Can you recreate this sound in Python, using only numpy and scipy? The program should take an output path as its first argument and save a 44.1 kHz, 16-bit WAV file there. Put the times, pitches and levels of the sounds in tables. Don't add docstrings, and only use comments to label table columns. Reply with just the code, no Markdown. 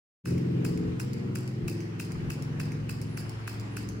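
import sys
import numpy as np
from scipy import signal
from scipy.fft import rfft, irfft, next_fast_len
from scipy.io import wavfile
from scipy.ndimage import uniform_filter1d, map_coordinates

SR = 44100
rng = np.random.default_rng(int(sys.argv[2]) if len(sys.argv) > 2 else 0)


def unload_wav(signal):
    wavfile.write(
        sys.argv[1],
        SR,
        np.round(np.clip(np.atleast_2d(signal).T, -1, 1) * 32767).astype(np.int16),
    )


def convert_level_to_amplitude(level_db):
    exponent = np.asarray(level_db, float) / 20
    return 10 ** exponent


N = 176400
BLOW_T = np.arange(SR * 2 // 5) / SR


def unit(x):
    return x / np.sqrt(np.mean(x ** 2) + 1e-20)


def along(points, hz):
    f, v = np.transpose(points)
    return np.interp(np.log(hz + 1), np.log(f + 1), v)


def curves(rows):
    s, *columns = np.transpose(rows)
    return [np.interp(np.arange(N) / SR, s, column) for column in columns]


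def wobble(rate):
    s = np.arange(0, N + 64, 64)
    knots = rng.standard_normal(400)
    return np.interp(np.arange(N), s, map_coordinates(knots, [s * min(rate, 90) / SR]))


def filtered(x, response):
    n = x.shape[-1]
    m = next_fast_len(n + min(8192, n // 8))
    return irfft(rfft(x, m) * response(np.fft.rfftfreq(m, 1 / SR)), m)[..., :n]


def rush(spectrum, alike, patchy_db):
    z = signal.stft(rng.standard_normal((2, N)), nperseg=512)[2]
    field = uniform_filter1d(rng.standard_normal(z.shape[1:]), size=6, axis=0)
    field = uniform_filter1d(field, size=14, axis=1)
    a, b = signal.istft(z * convert_level_to_amplitude(patchy_db * unit(field)), nperseg=512)[1][:, :N]
    u = np.arccos(np.clip(alike, -1, 1)) / 2
    pair = np.array([np.cos(u) * a + np.sin(u) * b, np.cos(u) * a - np.sin(u) * b])
    return unit(filtered(pair, lambda hz: convert_level_to_amplitude(along(spectrum, hz))))


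def dying(start_s, t60):
    after = np.maximum(BLOW_T - start_s, 0)
    return (BLOW_T >= start_s) * convert_level_to_amplitude(-60 * after / t60) * (1 - np.exp(-after / 0.00048))


def body(peaks):
    def response(f):
        total = convert_level_to_amplitude(-5.5)
        for k, (hz, width, db) in enumerate(peaks):
            total = total + (-1) ** k * convert_level_to_amplitude(db) * 1j * f * width / (hz * hz - f * f + 1j * f * width)
        return total * (1j * f / (2500 + 1j * f)) ** 2
    return response


def crack(envelope, peaks):
    shared = rng.standard_normal(len(envelope))
    own = rng.standard_normal((2, len(envelope)))
    x = filtered(envelope * (0.36 * shared + 1.3 * own), body(peaks))
    return x / (4 * np.sqrt(np.max(uniform_filter1d(np.mean(x ** 2, axis=0), size=88))))


def rings(modes, t):
    late = np.maximum(t - rng.uniform(0, .0003, (2, 1)), 0)
    total = 0
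    for k, (hz, db, t60) in enumerate(modes):
        level = convert_level_to_amplitude(db + rng.normal(0, 1.5, (2, 1)) - 60 * late / t60)
        pitch_hz = hz * (1 + .015 * rng.normal())
        total = total + (-1) ** k * level * np.sin(2 * np.pi * pitch_hz * late)
    return total * (1 - np.exp(-late / .0004))


# pitch_hz [Hz], t60_s [s]
ROOM_DECAY = [(1000, 0.022), (2600, 0.38), (5000, 0.87), (11000, 0.3), (16000, 0.25)]


def room(x):
    n = x.shape[1]
    hz, t, z = signal.stft(rng.standard_normal((2, n)), SR, nperseg=256)
    lumps_db = 3 * rng.standard_normal(len(t))
    decay_db = -60 * t / along(ROOM_DECAY, hz)[:, None]
    tail = signal.istft(z * convert_level_to_amplitude(lumps_db + decay_db), SR, nperseg=256)[1][:, :n]
    delayed = np.pad(x, ((0, 0), (150, 0)))
    return signal.fftconvolve(delayed, tail / np.linalg.norm(tail[0]), axes=1)[:, :n]


def add(out, s, db, x):
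    out[:, round(s * SR):][:, :x.shape[1]] += convert_level_to_amplitude(db) * (x + convert_level_to_amplitude(-6) * room(x))


# pitch_hz [Hz], width_hz [Hz], level_db [dB]
SPRING_MODES = [(4520, 620, 4.5), (5090, 144, 14.5), (7250, 690, -8), (10700, 290, -5.5)]


def spring_shake(start_s):
    rough = np.interp(BLOW_T, np.arange(200) / 300, rng.standard_normal(200))
    return crack(dying(start_s, 0.24) * convert_level_to_amplitude(5 * rough), SPRING_MODES)


STOPS_S = [.2580, .6506, 1.0006, 1.3570, 1.6824, 2.0002, 2.3048, 2.6011, 2.8954, 3.1750, 3.4781, 3.7702]
# peak_db, barrel_ring_db, stop_blow_db, spring_db [all dB]
FIRES = [(-29, 0, 6, -5.5), (-32.5, 1.5, 3.5, 1.5), (-33.5, 1.5, 5, 1), (-31, -0.5, 1, -3.5),
         (-31, 1.5, 3, -3), (-31.5, 5, 1.5, -1.5), (-33, 5.5, 4, 2.5), (-35, 7, 6.5, 5),
         (-34.5, 4, 3.5, 3.5), (-33.5, 0, 3.5, 2.5), (-34, 3.5, 10, 3), (-33, 1, 5.5, 0.5)]
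# after_s [s], level_db [dB], t60_s [s]
CONTACTS = [
    (0, 0, .012),
    (.0032, 2, .008),
    (.010, -12, .012),
    (.0175, -13, .016),
]
# pitch_hz [Hz], width_hz [Hz], level_db [dB]
BARREL = [(2345, 160, 6.5), (5560, 510, 4.5), (7580, 370, -11), (9600, 120, -22), (10330, 510, -5.5),
          (11300, 74, -7), (13300, 280, -45), (15700, 380, -22)]
# pitch_hz [Hz], level_db [dB], t60_s [s]
STOP_MODES = [(1150, -3, .008), (1550, 3, .009), (2050, -3, .007)]
# pitch_hz [Hz], level_db [dB], t60_s [s]
BARREL_RING = [(2612, 3, 0.018)]


def firings(out):
    lead_s, t = .007, BLOW_T
    stop_s = lead_s + CONTACTS[1][0]
    for s, (peak_db, ring_db, stop_db, spring_db) in zip(STOPS_S, FIRES):
        envelope = convert_level_to_amplitude(-17) * (t < lead_s) * (t / lead_s) ** 2
        ring = 0
        for after, level_db, t60 in CONTACTS:
            u, v = rng.standard_normal(2)
            envelope = envelope + convert_level_to_amplitude(level_db + 0.73 * u) * dying(lead_s + after * (1 + v / 20), t60)
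            ring = ring + convert_level_to_amplitude(level_db) * rings(BARREL_RING, t - lead_s - after)
        snap = crack(envelope, BARREL)
        blow = convert_level_to_amplitude(stop_db - 10.5) * rings(STOP_MODES, t - stop_s) + convert_level_to_amplitude(ring_db - 15.5) * ring
        shiver = convert_level_to_amplitude(spring_db - 9) * spring_shake(stop_s)
        add(out, s - stop_s, peak_db + 8.0, snap + blow + shiver)


RETURNS_S = [.3791, .7746, 1.1324, 1.4762, 1.8046, 2.1189, 2.4226, 2.7193, 3.0151, 3.2940, 3.5973, 3.8880]
# peak_db [dB], strongest_ring_hz [Hz], knock_db [dB], spring_db [dB]
RETURNS = [(-44.5, 5200, -8.5, -13), (-44.5, 5700, -11, -15), (-39, 4600, -19, -18), (-43.5, 5150, -8, -6),
           (-44, 6100, -10, -7), (-42, 4950, -13, -22), (-39.5, 5300, -16, -26), (-44.5, 6100, -5.5, -10),
           (-39, 5670, -20, -13), (-40, 5400, -17, -16), (-39.5, 7460, -25, -23), (-38, 6300, -21, -20)]
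# pitch_hz [Hz], width_hz [Hz], level_db [dB]
BUTTON = [(5260, 1450, 3), (6200, 180, 1.5), (6920, 140, 3.5), (10000, 280, 6), (10800, 440, -54),
          (13600, 310, -23), (15500, 750, -19)]
# pitch_hz [Hz], level_db [dB], t60_s [s]
KNOCK_MODES = [(2210, 4, 0.013), (2620, -0.5, 0.013)]


def button_returns(out):
    for s, (peak_db, ring_hz, knock_db, spring_db) in zip(RETURNS_S, RETURNS):
        envelope = dying(0, .011) + convert_level_to_amplitude(-11) * dying(0.0068, .011)
        tick = crack(envelope, [*BUTTON, (ring_hz, 280, 13)])
        knock = convert_level_to_amplitude(knock_db) * rings(KNOCK_MODES, BLOW_T)
        add(out, s, peak_db + 9.5, tick + knock + convert_level_to_amplitude(spring_db) * spring_shake(0))


# start_s [s], peak_db [dB]
LATE_TICKS = [(0.2653, -42), (0.2885, -46), (0.3047, -49), (0.656, -41), (0.6815, -46), (0.6971, -48),
              (0.792, -55), (1.007, -38), (1.0312, -43), (1.0468, -47), (1.139, -52), (1.371, -42),
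              (1.387, -41), (1.4073, -47), (1.6971, -38), (1.713, -44), (1.7178, -50), (1.8219, -58),
              (2.0085, -38), (2.016, -44), (2.0478, -46), (2.1258, -49), (2.3193, -40), (2.334, -44),
              (2.3409, -46), (2.4393, -53), (2.6145, -43), (2.6326, -49), (2.6528, -51), (2.7339, -57),
              (2.909, -39), (2.9262, -45), (3.0293, -58), (3.1823, -47), (3.204, -48), (3.2112, -47),
              (3.3169, -50), (3.4906, -47), (3.5296, -46), (3.5455, -59), (3.6114, -47.5), (3.8064, -53),
              (3.8215, -53), (3.8301, -49), (3.9021, -52)]
# pitch_hz [Hz], width_hz [Hz], level_db [dB]
LATE_TICK_MODES = [(8500, 4200, 7.2), (2580, 200, 6)]


def late_ticks(out):
    n = SR // 20
    for s, peak_db in LATE_TICKS:
        out[:, round(s * SR):][:, :n] += convert_level_to_amplitude(peak_db + 8) * crack(dying(0, 0.0098)[:n], LATE_TICK_MODES)


def pen():
    out = np.zeros((2, N + SR))
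    firings(out)
    button_returns(out)
    late_ticks(out)
    return out[:, :N]


# time_s [s], level_db [dB]
ENGINE_LEVEL = [(0.3, -29), (0.32, -26.5), (0.88, -30), (1.01, -34.5), (1.02, -32), (1.24, -32.5),
                (1.26, -31), (1.54, -34.5), (1.6, -31), (1.98, -36), (2.68, -32), (2.95, -35), (3.06, -34),
                (3.47, -38.5), (3.57, -36), (3.7, -37.5), (3.83, -35), (4.0, -37)]
# time_s [s], firings_hz [Hz]
SPEED = [(.3, 21.62), (1.1, 21.62), (1.55, 21.45), (2.2, 21.5), (2.7, 21.78), (3.4, 21.82), (4, 22.08)]
# time_s [s], place [0 near, 1 passing, 2 beside, 3 far, 4 gone]
PLACE = [(.92, 0), (1.05, 1), (1.48, 1), (1.62, 2), (2.25, 2), (2.5, 3), (3.1, 3), (3.6, 4)]
NEAR = [-18, -11, -5, 0.5, -8.5, 3.5, -5.5, -12.5, -9.5, -7.5, -9, -8.5, -7.5, -9, -16.5, -12.5, -15.5, -11,
        -16, -12.5]
PASSING = [-39, -27, -2.5, 2.5, -13, -9, -7, -7.5, -10.5, -32, -17, -14.5, -16.5, -17, -11.5, -24, -22.5,
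           -20, -23, -15]
BESIDE = [-25, -17, 1.5, -3, 0.5, -1.5, -10.5, -6, -20, -7.5, -22, -14, -6.5, -4, -13, -26, -20, -13, -20.5,
          -25]
FAR = [-27, -13, -0.5, -2.5, -2.5, -12, -8.5, -14.5, -12.5, -10, -26, -22, -16, -16.5, -19, -27, -28, -18,
       -32, -20.5]
GONE = [-12.5, -22, -1, -13, -16, -13, -11, -20, -17, -19, -10, -18, -19, -17, -26, -27, -24, -19.5, -28.5,
        -28]
# pitch_hz [Hz], spread_rad [radians]
SPREAD = [(100, 0.066), (200, 0.095), (350, 0.56), (500, 1.14)]
# pitch_hz [Hz], level_db [dB per Hz]
RUMBLE = [(60, -44), (90, -3.5), (200, -7.5), (400, -15), (550, -21), (800, -60)]
# pitch_hz [Hz], level_db [dB per Hz]
CHUFF = [(600, -30), (850, -3), (1200, 0), (2200, -6), (3200, -30)]
# time_s [s], level_db [dB]
CHUFF_LEVEL = [(.3, -72), (1.9, -91), (2.12, -52), (2.35, -62), (3.1, -64), (3.35, -54.5), (3.55, -64),
               (4, -68.5)]


def engine():
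    rate, = curves(SPEED)
    level_db, = curves(ENGINE_LEVEL)
    chuff_db, = curves(CHUFF_LEVEL)
    place, = curves(PLACE)
    turn = 2 * np.pi * np.cumsum(uniform_filter1d(rate, size=9000)) / SR
    tones = np.zeros((2, N))
    for k, levels in enumerate(zip(NEAR, PASSING, BESIDE, FAR, GONE), 3):
        order_db = np.interp(place, range(len(levels)), levels) + 2 * wobble(5)
        apart = along(SPREAD, k * rate.mean()) * (wobble(1.545) + 0.62)
        phase = k * (turn - 1.3) + .04 * k * k + 1.05 * rng.normal() + 0.37 * wobble(4.415)
        lean_db = np.clip(k / 4 - 1.6, 0, 1) * np.array([[1.1], [-1.1]])
        tones += convert_level_to_amplitude(order_db) * np.sin(phase + np.array([apart, -apart])) * convert_level_to_amplitude(lean_db)
    tones /= np.sqrt(np.abs(uniform_filter1d(np.mean(tones ** 2, axis=0), size=SR // 4)) + 1e-12)
    bursts = unit(np.exp(1.5 * np.cos(turn - 2 * np.pi * 0.53)))
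    chuffs = bursts * rush(CHUFF, -0.24, patchy_db=4.0)
    rumble = convert_level_to_amplitude(-10) * rush(RUMBLE, 0.97, patchy_db=1.0)
    return convert_level_to_amplitude(level_db) * (tones + rumble) + convert_level_to_amplitude(chuff_db) * chuffs


# time_s [s], level_db [dB]
AIR_LEVEL = [(.3, -70), (.46, -57), (.55, -59), (.93, -45), (1.05, -69), (1.58, -69), (1.65, -36),
             (1.76, -76), (1.96, -55), (2.05, -65), (2.11, -48), (2.29, -41.5), (2.33, -53), (2.81, -48.5),
             (3.49, -55), (3.62, -50), (3.72, -63), (4, -51)]
# pitch_hz [Hz], level_db [dB per Hz]
PUFF = [(15, -7), (30, -15), (60, 3.5), (90, 1), (160, -5), (300, -62)]


def air():
    puffs = rush(PUFF, .3, patchy_db=0)
    puffs = puffs / np.sqrt(np.abs(uniform_filter1d(puffs ** 2, size=5000, axis=1)) + .05)
    return convert_level_to_amplitude(curves(AIR_LEVEL)[0] + 3.0) * convert_level_to_amplitude([[1.5], [-1.5]]) * puffs


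# start_s [s], length_s [s], pitch_hz [Hz], level_db [dB]
SQUEAKS = [
    (3.03, .33, 10125, -65),
    (3.22, .36, 10490, -72),
    (3.67, .28, 10070, -70),
]


def squeaks():
    t = np.arange(N) / SR
    total = 0
    for s, length, hz, db in SQUEAKS:
        u = np.clip((t - s) / length, 0, 1)
        swell = 6 * u * (1 - u) ** 2
        whistle = np.sin(2 * np.pi * hz * t + 1.6 * wobble(85))
        total = total + convert_level_to_amplitude(db + 4.5 * wobble(45)) * swell * whistle
    return total * convert_level_to_amplitude([[-1.5], [1.5]])


# pitch_hz [Hz], level_db [dB per Hz]
HISS = [(400, -5), (520, -8.5), (700, -4), (2610, -10), (3500, -15), (5020, -23), (7000, -26.5),
        (16000, -39)]
# time_s [s], level_db [dB]
HISS_LEVEL = [(.3, -54.5), (1, -54.5), (1.6, -56.5), (2.4, -53), (3, -55.5), (3.6, -52), (4, -55)]


def hiss():
    phase = 2 * np.pi * 1897 * np.arange(N) / SR + 0.8 * wobble(6.5)
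    whine = convert_level_to_amplitude(-63 + 2.7 * wobble(9.5)) * np.sin(phase) * [[.55], [-1.2]]
    return convert_level_to_amplitude(curves(HISS_LEVEL)[0] + 5) * rush(HISS, -0.22, patchy_db=1.5) + whine


def scene():
    return pen() + engine() + air() + squeaks() + hiss()


def top_cut(x):
    return signal.sosfilt(signal.butter(12, 16990, fs=SR, output="sos"), x)


# pitch_hz [Hz], level_db [dB]
MIC = [(2900, 0), (3500, -4), (4300, 1), (11000, -1), (12300, -5), (15500, 0)]


def record(dry):
    fade_start_s, fade_length_s = .238, .045
    fade = np.clip((np.arange(N) / SR - fade_start_s) / fade_length_s, 0, 1) ** 1.3

    def band(hz):
        edge_db = -38 * np.clip((hz - 15800) / 250, 0, 1)
        return convert_level_to_amplitude(along(MIC, hz) + edge_db) * (hz < 16500)

    return top_cut(filtered(dry * fade, band))


dry = scene()
out = record(dry)
unload_wav(out)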